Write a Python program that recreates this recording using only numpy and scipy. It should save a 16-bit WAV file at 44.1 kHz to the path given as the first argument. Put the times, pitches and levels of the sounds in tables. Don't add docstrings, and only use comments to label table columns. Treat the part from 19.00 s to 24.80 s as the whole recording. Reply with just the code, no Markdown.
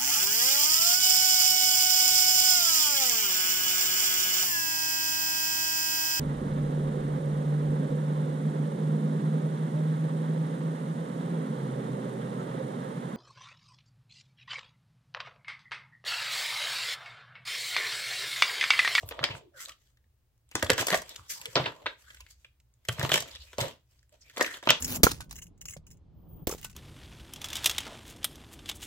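import sys
import numpy as np
from scipy import signal
from scipy.fft import rfft, irfft, next_fast_len
from scipy.io import wavfile
from scipy.ndimage import uniform_filter1d

SR = 44100
rng = np.random.default_rng(int(sys.argv[2]) if len(sys.argv) > 2 else 0)


def unload_wav(signal):
    wavfile.write(
        sys.argv[1],
        SR,
        np.round(np.clip(np.atleast_2d(signal).T, -1, 1) * 32767).astype(np.int16),
    )


def attenuation_scalar(level_db):
    decades = np.asarray(level_db, float) / 20
    return 10 ** decades


N = 255780
LEAD_S = 0.005
PORT_LAG_MS = 0.094


def evened(x):
    return x / np.sqrt(np.mean(x ** 2) + 1e-20)


def read(points, hz):
    f, value = np.transpose(points)
    return np.interp(np.log(hz + 1), np.log(f + 1), value)


def add(mix, s, sound):
    part = mix[..., round(s * SR):][..., :sound.shape[-1]]
    part += sound[..., :part.shape[-1]]


def band(x, lo_hz, hi_hz):
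    return signal.sosfilt(signal.butter(2, [lo_hz, hi_hz], "bandpass", fs=SR, output="sos"), x)


def ring(x, modes, detune=1):
    out = 0
    for hz, width_hz, db in modes:
        b, a = signal.iirpeak(min(hz * detune, SR / 2.2), hz / width_hz / 1.19, SR)
        out = out + attenuation_scalar(db) * signal.lfilter(b, a, signal.lfilter(b, a, x))
    return out


def resonate(x, hz, width_hz):
    turn = np.exp(2j * np.pi * np.cumsum(hz * np.ones(x.shape[-1])) / SR)
    r = np.exp(-np.pi * width_hz / SR)
    smooth = signal.lfilter([(1 - r) ** 2], [1, -2 * r, r ** 2], x / turn + 1e-18)
    return 2 * (turn * smooth).real


def colour(x, points, detune=1):
    hz = abs(np.fft.fftfreq(1024, 1 / SR))
    log_gain = np.log(attenuation_scalar(read(points, hz / detune)))
    minimum_phase = np.exp(log_gain - 1j * signal.hilbert(log_gain).imag)
    taps = np.fft.ifft(minimum_phase).real[:512]
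    taps = taps.reshape((1,) * (x.ndim - 1) + (-1,))
    return signal.oaconvolve(x, taps, axes=-1)[..., :x.shape[-1]]


def partly_shared(left, other, same):
    return np.array([left, same * left + np.sqrt(1 - same ** 2) * other])


# [f/Hz, level/dB]
TONE = [(12, -43.5), (20, -1.5), (123, -6), (146, -18.5), (248, -21.5), (1250, -32), (11400, -39),
        (16000, -33)]
# [t/s, level/dB]
RUMBLE = [
    (0.102, -57.5),
    (1.12, -89),
    (2.198, -69),
    (3.25, -60.5),
    (3.751, -90.5),
    (4.399, -57.5),
    (5.098, -73),
]
TONE_DB, HUM_HZ, HUM_DB, RUMBLE_DB, SWELL_S = -71.5, 120, -77, -70, 0.096


def quiet():
    hz, t = np.fft.rfftfreq(N, 1 / SR), np.arange(N) / SR
    left, other = rfft(rng.standard_normal((2, N)))
    tone = irfft(partly_shared(left, other, 1 / (1 + hz / 450)) * attenuation_scalar(read(TONE, hz)), N)
    swells = attenuation_scalar(RUMBLE_DB) + sum(attenuation_scalar(db) * np.exp(-((t - s) / SWELL_S) ** 2 / 2) for s, db in RUMBLE)
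    rumble = swells * evened(band(band(rng.standard_normal(N), 55, 76), 34, 120))
    hum = attenuation_scalar(HUM_DB) * evened(band(rng.standard_normal(N), HUM_HZ - 6, HUM_HZ + 6))
    return attenuation_scalar(TONE_DB) * evened(tone) + rumble + hum


# [f/Hz, T60/s]
ROOM_T60 = [(100, 0.27), (600, 0.2), (4800, 0.24), (15000, 0.014)]
# [f/Hz, level/dB]
ROOM_COLOUR = [(4000, -6), (9000, -2)]


def echoes():
    taps = np.zeros((2, SR // 2))
    grid = np.arange(120, SR // 2 - 20, 20)
    at = grid + rng.integers(0, 20, (2, len(grid)))
    np.put_along_axis(taps, at, rng.choice([-1., 1.], at.shape), 1)
    hz, t, z = signal.stft(taps, SR, nperseg=256)
    tail = signal.istft(z * attenuation_scalar(-60 * t / read(ROOM_T60, hz)[:, None]), SR, nperseg=256)[1]
    tail[:, :100] = 0
    hz = np.fft.rfftfreq(tail.shape[1], 1 / SR)
    left, other = rfft(tail / np.linalg.norm(tail[0])) * attenuation_scalar(read(ROOM_COLOUR, hz))
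    return irfft(partly_shared(left, other, .85 / (1 + (hz / 600) ** 2)))


ROOM_DB, DRIFT_HZ = -4, 23


def room(x):
    turn = 2 * np.pi * DRIFT_HZ * np.arange(N) / SR
    out = 0
    for k in range(3):
        share = np.sqrt(2 / 3) * np.cos(turn + np.pi * k / 3)
        out = out + signal.fftconvolve((x.mean(0) * share)[None], echoes(), axes=1)[:, :N]
    return attenuation_scalar(ROOM_DB) * out


# [t/s, peak/dB, f/Hz]
PUSHES = [(0.034, -36.5, 92.2), (0.207, -37.5, 131), (0.301, -36, 111), (0.342, -40, 121.8),
          (1.547, -36, 109.2), (1.631, -30, 87.5), (1.695, -34, 160.9), (1.719, -31, 104),
          (1.797, -34.5, 106), (1.919, -32, 172), (1.953, -48, 132), (2.189, -46.5, 92), (2.331, -65, 170),
          (2.399, -59.5, 150), (2.843, -47.5, 93), (1.969, -45.5, 70), (2.482, -49, 115.6),
          (2.557, -32.5, 130), (2.596, -28.5, 136.4), (2.668, -42, 120), (3.888, -26.5, 115),
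          (3.989, -28.5, 123), (4.033, -24, 120), (4.062, -42.5, 112), (4.085, -50, 143.4),
          (4.116, -32, 136), (4.141, -36, 145.3), (4.2, -42, 129), (4.589, -34.5, 115), (4.613, -28, 120),
          (5.669, -37, 146), (5.687, -31.5, 139), (5.711, -43, 134)]
PUSH_T60_S, PUSH_RISE_S = 0.087, 0.0067


def pushes():
    out, t = np.zeros(N), np.arange(5000) / SR
    for s, db, hz in PUSHES:
        swell = attenuation_scalar(db + 6.0 - 60 * t / PUSH_T60_S) * np.minimum(t / PUSH_RISE_S, 1)
        add(out, s, -swell * np.sin(2 * np.pi * hz * t))
    return out


# [fastest t/s, rise/s, fall/s, scrape/dB, lightness/dB]
SHOVES = [(.03, 0.22, 0.024, -67, 7.5), (.141, 0.071, 0.36, -67.5, -11), (.3, 0.32, 0.13, -53.5, -16.5),
          (.38, 0.13, 0.016, -61.5, -3), (1.6, 0.083, 0.66, -53.5, -3), (1.8, 0.039, 0.041, -33, -3.5),
          (1.949, 0.1, 0.053, -39.5, 6.5), (2.618, 0.063, 0.18, -51, -17), (2.93, 0.37, 0.025, -64.5, -15),
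          (3.929, 0.059, 0.037, -58.5, 14.5), (4.06, 0.13, 0.044, -42.5, -7),
          (4.148, 0.05, 0.053, -32, -1.5), (4.66, 0.1, 0.094, -46.5, -8.5), (5.41, 0.017, 0.14, -46, 3),
          (5.55, 0.24, 0.052, -51, -1), (5.66, 0.025, 0.24, -51, -3)]
# [fastest t/s, rise/s, fall/s, scrape/dB, lightness/dB]
STROKES = [(0.079, 0.083, 0.031, -92, 26), (0.608, 0.047, 0.086, -53.5, 9.5), (0.699, 0.083, 0.043, -60, 1),
           (.86, 0.24, 0.097, -79, 4.5), (2.12, 0.16, 0.06, -56.5, -2), (2.198, 0.082, 0.014, -61.5, 0),
           (2.304, 0.019, 0.11, -47.5, 13.5), (2.44, 0.31, 0.45, -59.5, 1.5), (3.0, 0.03, 0.097, -64.5, 3),
           (3.1, 0.072, 0.25, -66.5, 5), (3.311, 0.039, 0.035, -68, 13.5), (3.409, 0.049, 0.092, -79.5, 9),
           (4.31, 0.34, 0.075, -56.5, -5), (4.419, 0.085, 0.3, -65, 3.5), (4.93, 0.08, 0.15, -79, 4.5),
           (5.15, 0.043, 0.034, -67, -5.5), (5.269, 0.12, 0.057, -73.5, 1.5)]
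SLOPE_DB, ROUNDNESS = -20, 1.5
FLEX_DB, FLEX_PER_LIGHT, HISS_DB, HISS_PER_LIGHT = -6.5, -0.82, -0.5, 0.74


def rubbing(t):
    power = np.zeros((3, len(t)))
    for s, rise_s, fall_s, db, light_db in SHOVES + STROKES:
        away = np.maximum((s - t) / rise_s, (t - s) / fall_s)
        flex_db = FLEX_DB + FLEX_PER_LIGHT * light_db
        hiss_db = HISS_DB + HISS_PER_LIGHT * light_db
        mix_db = np.array([[flex_db], [0], [hiss_db]])
        power += attenuation_scalar(db + mix_db + SLOPE_DB * away ** ROUNDNESS) ** 2
    return np.sqrt(power)


# [f/Hz, width/Hz, level/dB]
BODY = [(367, 277, 0), (572, 320, 5), (883, 210, 1.5)]
# [f/Hz, level/dB]
SNAP = [(700, -31), (1200, 0.5), (1900, 5.5), (2500, 2.5), (3300, 6.5), (4300, -2.5), (4900, -17),
        (7200, -40.5)]
# [f/Hz, level/dB]
EDGE = [(2500, -38.5), (4500, -1.5), (7800, 2), (9000, -7), (11000, -7), (13000, -4), (15500, -9.5),
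        (17000, -28)]
# [from t/s, f/Hz, level/dB]
HELD = [(.52, 1490, -13.5), (.75, 2620, -26.5), (2.175, 1200, 5), (2.272, 4397, -47), (3.039, 1620, 3),
        (3.148, 2321, -13.5), (4.33, 3610, -5), (4.38, 2464, -44.5), (5.221, 2108, -24.5),
        (5.402, 1823, -0.5), (5.602, 3276, -20)]


def slide():
    t = np.arange(N) / SR
    flexing, scraping, hissing = (np.interp(t, t[::64], gain) for gain in rubbing(t[::64]))
    since, card_hz, card_db = np.transpose(HELD)
    held = np.maximum(np.searchsorted(since, t) - 1, 0)
    grip = evened(uniform_filter1d(uniform_filter1d(rng.standard_normal(N), size=250), size=150))
    flicker_db = 3.6 * np.minimum(rng.exponential(1, N), 6) + 2.2 * grip
    catches = rng.standard_normal((3, N)) * attenuation_scalar(flicker_db)
    pair = catches[0] + 2.5 * catches[1:]
    flex = evened(ring(catches[0] + 1.4 * catches[1:], BODY))
    card = attenuation_scalar(card_db[held]) * evened(resonate(pair, card_hz[held], 780))
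    scrape = evened(colour(pair, SNAP)) + card
    return flexing * flex + scraping * scrape + hissing * evened(colour(pair, EDGE))


PATCHY_DB = 2.5


def patchy(x):
    z = signal.stft(x, nperseg=256)[2]
    patches = uniform_filter1d(rng.standard_normal(z.shape[1:]), size=4, axis=0)
    patches = uniform_filter1d(patches, size=12, axis=1)
    return signal.istft(z * attenuation_scalar(PATCHY_DB * evened(patches)), nperseg=256)[1][:, :N]


# [from t/s, length/s, from f/Hz, to f/Hz, level/dB]
HUMS = [(.0, 0.02, 1900, 1890, -59.5), (0.158, 0.11, 633, 556, -46.5), (0.412, 0.085, 420, 325, -58),
        (0.517, 0.077, 624, 487, -63), (0.536, 0.12, 1570, 1330, -55), (.58, 0.062, 1890, 2100, -52.5),
        (.672, 0.037, 615, 620, -58), (0.674, 0.044, 1100, 1350, -53.5), (2.098, 0.032, 3640, 3630, -50),
        (2.457, 0.041, 448, 500, -50), (2.74, 0.15, 633, 415, -64), (3.062, 0.044, 1450, 1610, -60),
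        (3.195, 0.023, 1020, 1055, -61), (3.202, 0.028, 2600, 2600, -59), (3.269, 0.037, 2000, 2300, -71),
        (4.309, 0.011, 4370, 4300, -47.5), (4.398, 0.045, 4230, 4280, -52.5),
        (4.407, 0.031, 2900, 3070, -59.5), (4.457, 0.074, 2440, 2480, -63.5),
        (4.61, 0.067, 573, 525, -38.5), (5.118, 0.047, 603, 600, -63), (5.206, 0.021, 6850, 6620, -62.5),
        (5.208, 0.03, 5660, 5000, -59), (5.24, 0.061, 2210, 2550, -64), (5.404, 0.022, 1850, 1790, -22.5),
        (5.422, 0.14, 1870, 1870, -48), (2.349, 0.096, 1010, 930, -58), (2.52, 0.054, 510, 514, -59.5),
        (4.325, 0.053, 3500, 3580, -51), (0.351, 0.034, 7760, 7500, -58),
        (0.052, 0.073, 13500, 13400, -54.5)]
HUM_SHARPNESS = 6


def hums():
    out = np.zeros((2, N))
    for s, length_s, from_hz, to_hz, db in HUMS:
        a, b, c = rng.standard_normal((3, round(length_s * SR)))
        u = np.linspace(0, 1, len(a))
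        glide_hz = from_hz + (to_hz - from_hz) * u
        width_hz = from_hz / HUM_SHARPNESS * np.clip(from_hz / 2200, 1, 1.8)
        note = resonate(a + 1.4 * np.array([b, c]), glide_hz, width_hz)
        add(out, s, attenuation_scalar(db) * np.sin(np.pi * u) ** 0.64 * evened(note))
    return out


# [t/s, peak/dB, f/Hz]
FLICKS = [(0.0323, -37.5, 605), (0.1196, -38, 730), (0.1433, -48.5, 800), (0.185, -41, 700),
          (0.1918, -28.5, 1200), (0.2105, -37, 666), (0.2151, -33.5, 1070), (0.2894, -32, 1630),
          (0.3526, -34, 1615), (0.6589, -27.5, 4100), (0.7198, -47, 2950), (1.4913, -54.5, 8250),
          (1.5256, -51, 1980), (1.5793, -34.5, 940), (1.6252, -18, 1764), (1.6632, -30.5, 1100),
          (1.7885, -21, 1850), (1.8074, -20, 6030), (1.8279, -25, 710), (1.8956, -31, 1530),
          (1.9174, -19.5, 1830), (1.9428, -14.5, 2260), (2.1575, -41, 3000), (2.1761, -48, 3190),
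          (2.1945, -40.5, 1170), (2.4528, -49, 2040), (2.6415, -41.5, 1830), (2.8596, -23.5, 1214),
          (3.0837, -54, 1520), (3.1711, -48, 4180), (3.2036, -50, 5250), (3.2653, -52, 2260),
          (3.8929, -22.5, 1460), (3.9376, -47, 3040), (3.9854, -34, 1660), (4.0136, -21.5, 1690),
          (4.0369, -30.5, 1980), (4.1016, -23, 1400), (4.1789, -23.5, 1894), (4.2066, -34, 3660),
          (4.2581, -42, 1350), (4.3166, -42.5, 4090), (4.352, -32.5, 4100), (4.3683, -43.5, 2500),
          (4.5841, -25, 640), (4.6363, -35.5, 940), (4.6814, -44, 738), (4.9905, -60, 4660),
          (4.9935, -53, 4640), (5.0942, -54, 7640), (5.3132, -61, 1920), (5.3615, -47, 1960),
          (5.4464, -23, 2000), (5.4788, -29, 1660), (5.4916, -39, 1880), (5.5139, -46, 1930),
          (5.5169, -39, 1940), (5.57, -38, 1620)]
# [t/s, peak/dB, f/Hz]
CRACKS = [(0.0902, -25, 13900), (0.241, -8.5, 3500), (1.379, -62.5, 7000), (1.7015, -12, 4000),
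          (2.5556, -15, 4200), (2.662, -22, 2800), (2.8633, -33, 2610), (3.74, -57.5, 7000),
          (4.1428, -14.5, 2190), (5.6907, -15, 3330), (5.7048, -14, 6670), (5.7055, -4.5, 3100)]
FLICK_MS, FLICK_BROAD_DB, FLICK_SHARPNESS = 0.95, -10.5, 2.2


def flicks():
    out, t = np.zeros((2, N)), np.arange(800) / SR - LEAD_S
    for s, db, hz in FLICKS + CRACKS:
        touch = rng.standard_normal(800) * np.exp(-(t * 1000 / FLICK_MS) ** 2)
        touch[round(LEAD_S * SR)] -= 3
        note = resonate(touch, hz, hz / FLICK_SHARPNESS)
        broad = colour(touch, SNAP)
        card = note / abs(note).max() + attenuation_scalar(FLICK_BROAD_DB) * broad / abs(broad).max()
        place = np.clip(rng.standard_normal(), -1.5, 1.5)
        add(out, s - LEAD_S, attenuation_scalar(db) * card * attenuation_scalar(1.2 * place * np.array([[1], [-1]])))
    return out


# [t/s, peak/dB, 20 dB decay/ms, brightest f/Hz]
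CLAPS = [(0.2397, -18, 24, 5214), (1.7014, -14, 7, 4950), (2.5565, -13.5, 20, 5400),
         (2.6586, -26, 44, 4530), (2.8634, -24.5, 32, 4130), (4.1293, -21, -1.5, 3500),
         (4.5832, -26, 2, 9000), (4.6129, -20, 0.5, 9000), (5.6898, -18.5, 13.5, 5500),
         (5.7059, -11, 14, 6300), (.1105, -36, 25.5, 3710), (0.1913, -35.5, 29.5, 4156),
         (1.916, -23.5, 3.5, 3000), (4.159, -25, 6.5, 3100)]
CLAP_LOW_HZ, CLAP_TAIL_DB, CLAP_TAIL_MS, CLAP_CRACK = 1100, -13, 75, 9.9


def claps():
    out, ms = np.zeros((2, N)), np.arange(9000) / SR * 1000
    for s, db, dies_ms, top_hz in CLAPS:
        near, grain, left, right = rng.standard_normal((4, 9000))
        clatter = near * attenuation_scalar(3.5 * grain - 20 * ms / max(dies_ms, 1))
        clatter[0] -= CLAP_CRACK
        tail_gain = np.minimum(ms / 6, 1) * attenuation_scalar(CLAP_TAIL_DB - 20 * ms / CLAP_TAIL_MS)
        tail = np.array([left, right]) * tail_gain * min(dies_ms / 15, 1)
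        faces = [(CLAP_LOW_HZ / 3, -20), (CLAP_LOW_HZ, -6), (top_hz * .7, 0), (top_hz, -2),
                 (top_hz * 1.4, -28), (16000, -58)]
        add(out[0], s, attenuation_scalar(db) * colour(clatter + tail[0], faces))
        add(out[1], s + PORT_LAG_MS / 2 / 1000, attenuation_scalar(db) * colour(clatter + tail[1], faces))
    return out


# [t/s, snap/dB, edge re snap/dB, f/Hz]
TICKS = [(0.6254, -49, 8, 2020), (0.651, -48, 8, 2600), (0.6554, -53, -18, 3830), (0.6828, -46.5, 5, 3440),
         (0.6923, -40, 0, 4500), (0.719, -49, -4, 3060), (0.971, -63, -5, 1700), (1.04, -70.5, -14.5, 1880),
         (2.0805, -53, 1, 2650), (2.0922, -46, 10, 4700), (2.16, -38.5, 3.5, 3730),
         (2.4134, -38.5, 1.5, 2550), (2.4556, -27, -6.5, 2680), (2.997, -78.5, 8, 1820),
         (3.1027, -43.5, -17, 1640), (3.145, -46.5, -2, 1550), (3.17, -49, -19, 4270),
         (3.2052, -46.5, 3.5, 2800), (3.2642, -52, -8.5, 2350), (3.4457, -42.5, -19.5, 2350),
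         (3.6, -65, 4, 2585), (3.8505, -45.5, -3.5, 2110), (4.28, -48, -1, 3860), (4.356, -36, -11.5, 3520),
         (5.028, -61.5, -2.5, 1880), (5.1248, -64, 4.5, 2784), (5.22, -64, 1.5, 5540),
         (5.297, -46.5, -4.5, 1790), (5.311, -61, 0, 1880), (5.4246, -35, 11, 2620)]
# [t/s, snap/dB, edge re
# snap/dB, contact/ms, f/Hz]
KNOCKS = [(0.028, -53, -27, 9.7, 810), (0.088, -59, 20, 0.62, 2360), (0.109, -35.5, -27, 9.5, 1250),
          (0.1221, -34, -38, 1.7, 1570), (0.19, -30.5, -47, 6.5, 1750), (0.228, -28, -51, 12, 1500),
          (0.2389, -17.5, -15, 4.3, 2180), (0.305, -33.5, -38, 20, 2570), (2.5558, -22.5, -35.5, 6, 924),
          (2.563, -20, -36.5, 20.5, 1150), (2.595, -29, -35, 12, 1200), (2.6386, -31.5, -34.5, 15, 2010),
          (2.658, -26, -48, 18, 1440), (1.6965, -16, -33, 0.77, 1500), (2.8585, -34.5, -45, 2.5, 1380),
          (2.863, -23, -49, 5.5, 1630), (4.53, -43.5, -7.5, 7.4, 1580), (4.5817, -29, -11.5, 48, 1100),
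          (4.6029, -26, -5, 15.8, 3880), (4.6093, -34, -2.5, 42, 1870), (4.6817, -49, 13, 2.1, 2220),
          (5.672, -16.5, -32, 3.5, 1200), (5.689, -9, -23, 8.2, 2930), (5.704, -10, -2, 1.8, 1510)]
# [t/s, snap/dB, body re snap/dB, edge re snap/dB, f/Hz]
DROPS = [(1.513, -48.5, -5, 0.5, 2744), (1.553, -22, -2, 0.8, 1600), (1.626, -25, -2, -13, 1830),
         (1.6262, -22.5, -1, 1.5, 1723), (1.6444, -38.5, -5, 7, 1938), (1.665, -35, -12.5, -7, 3283),
         (1.7007, -12, -1.5, -3.5, 1755), (1.7162, -20, -15.5, -11.5, 1890), (1.731, -30.5, -6, 5, 3043),
         (1.7788, -21.5, -4.5, -4.5, 4190), (1.792, -20.5, -16.5, -10.5, 1610),
         (1.8094, -26, -3.5, 1, 2680), (1.8218, -31.5, 4.5, 1.5, 1206), (1.868, -28.5, -0.5, 8.5, 2520),
         (1.8824, -21.5, -1.5, -8, 1970), (1.902, -22.5, -5.5, -1.5, 1890),
         (1.9191, -28.5, -4.5, -26.5, 1935), (1.9261, -18.5, -3, -16.5, 1943),
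         (1.9324, -20.5, 3.5, -11, 1466), (1.9438, -19, 3.5, -5, 1907), (1.951, -21.5, -4.5, -16, 1740),
         (1.982, -47, -5, -4, 3200), (2.0175, -48.5, 8.5, 11.5, 2010),
         (3.8855, -21.5, -4, -2.5, 3080), (3.9827, -56, 19.5, -11, 1740),
               (3.9944, -28, -9, -2.5, 1730), (4.0122, -37, 0, -27, 1820), (4.0284, -27, -1, -3, 1850),
               (4.048, -26.5, 3.5, -12, 1330), (4.092, -26.5, -4.5, -6, 1770),
               (4.1166, -15.5, -3.5, -7.5, 3130), (4.14, -12.5, -7, -4.5, 3000),
               (4.1573, -24.5, -8, -42, 2000), (4.1763, -23.5, -5, -3, 1930), (4.2032, -35, -8, 7, 3820),
               (4.2219, -40, 3.5, 5.5, 3260), (5.363, -47.5, 4, 3, 2000), (5.3701, -28.5, -3.5, -10, 2160),
               (5.379, -34.5, 0.5, -0.5, 2020), (5.3946, -32, 5, -28, 1580),
               (5.4097, -14.5, -1, -8.5, 1750), (5.4443, -30, -30, -15, 2070),
               (5.4612, -27.5, -28, -8, 1830), (5.538, -35.5, -11, -12, 3550),
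               (5.5696, -43.5, -5, -1, 1580), (5.6263, -39, -1.5, -10, 1930), (5.6359, -42, 0, -4, 3570)]
THICK_HZ, THICK_DB, THIN_DB_PER_OCTAVE = 1200, 1, -13
DROP_MS, HARD_SHORTENS = 4.77, 0.071
TICK_MS, TICK_BODY_DB = 4.85, -17


def contacts():
    packets = []
    for s, db, edge_db, ms, hz in KNOCKS:
        body_db = THICK_DB + THIN_DB_PER_OCTAVE * np.log2(hz / THICK_HZ)
        packets.append((s, db, body_db, edge_db, ms, hz))
    for s, db, body_db, edge_db, hz in DROPS:
        ms = DROP_MS * attenuation_scalar(-HARD_SHORTENS * (db + 25))
        packets.append((s, db, body_db, edge_db, ms, hz))
    return packets, [(s, db, TICK_BODY_DB, edge_db, TICK_MS, hz) for s, db, edge_db, hz in TICKS]


AIRY_PER_EDGE_DB = -0.18


def slap(snap_db, body_db, edge_db, ms, card_hz):
    t = np.arange(4000) / SR - LEAD_S
    span = ms / 1000
    touch = np.clip(t / (0.0016 + 0.069 * span), 0, 1) * attenuation_scalar(-9.5 * t / span)
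    touch += attenuation_scalar(-20 - 7300 * abs(t))
    grains, unevenness = rng.standard_normal((2, 4000))
    clump = touch * grains * attenuation_scalar(6.56 * unevenness)
    clump[round((LEAD_S + .0011) * SR)] -= 6.5
    detune = 1 + 0.051 * np.clip(rng.standard_normal(2), -2, 2)
    body = ring(band(clump, 150, 2200), BODY, detune[0])
    snap = colour(clump, SNAP, detune[1])
    low_snap = band(band(band(clump, 480, 6000), 230, 5400), 100, 8200)
    snap = snap + attenuation_scalar(4.5) * resonate(snap, card_hz, 900) + attenuation_scalar(-6.5) * low_snap
    airy = [(hz, db + AIRY_PER_EDGE_DB * edge_db * (hz > 10000)) for hz, db in EDGE]
    edge = colour(clump * attenuation_scalar(-3.5 * abs(t) / span), airy)
    card = 0
    for db, part in ((body_db, body), (0, snap), (edge_db, edge)):
        peak = np.sqrt(uniform_filter1d(2 * part ** 2, size=70).max())
        card = card + attenuation_scalar(db) * part / peak
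    return attenuation_scalar(snap_db) * card


def slaps(rows):
    out = np.zeros((2, N))
    for s, *setting in rows:
        sound = slap(*setting)
        side, lag = np.clip(rng.standard_normal(2), -1.5, 1.5)
        add(out[0], s - LEAD_S, sound * attenuation_scalar(1.2 * side))
        add(out[1], s - LEAD_S + 9e-5 * lag, sound * attenuation_scalar(-1.2 * side))
    return out


TICK_ROOM_DB = -2.5


def scene():
    packets, ticks = (slaps(rows) for rows in contacts())
    cards = packets + patchy(slide()) + hums() + pushes()
    ticks = ticks + flicks()
    size = next_fast_len(N)
    lag_s = np.array([[0], [PORT_LAG_MS / 1000]])
    lag = np.exp(-2j * np.pi * np.fft.rfftfreq(size, 1 / SR) * lag_s)
    direct = irfft(rfft(cards + ticks, size) * lag, size)[:, :N]
    return direct + room(cards + attenuation_scalar(TICK_ROOM_DB) * ticks) + quiet() + claps()


def top_cut(x):
    return signal.sosfilt(signal.butter(12, 17000, fs=SR, output="sos"), x)


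def record(dry):
    thin = signal.sosfilt(signal.butter(1, 45, "highpass", fs=SR, output="sos"), dry)
    rounded = np.tanh(thin / 0.77) * 0.8
    band_limit = signal.firwin(255, 16200, window=("kaiser", 7), fs=SR)
    return top_cut(signal.oaconvolve(rounded, band_limit[None], "same"))


dry = scene()
out = record(dry)
unload_wav(out)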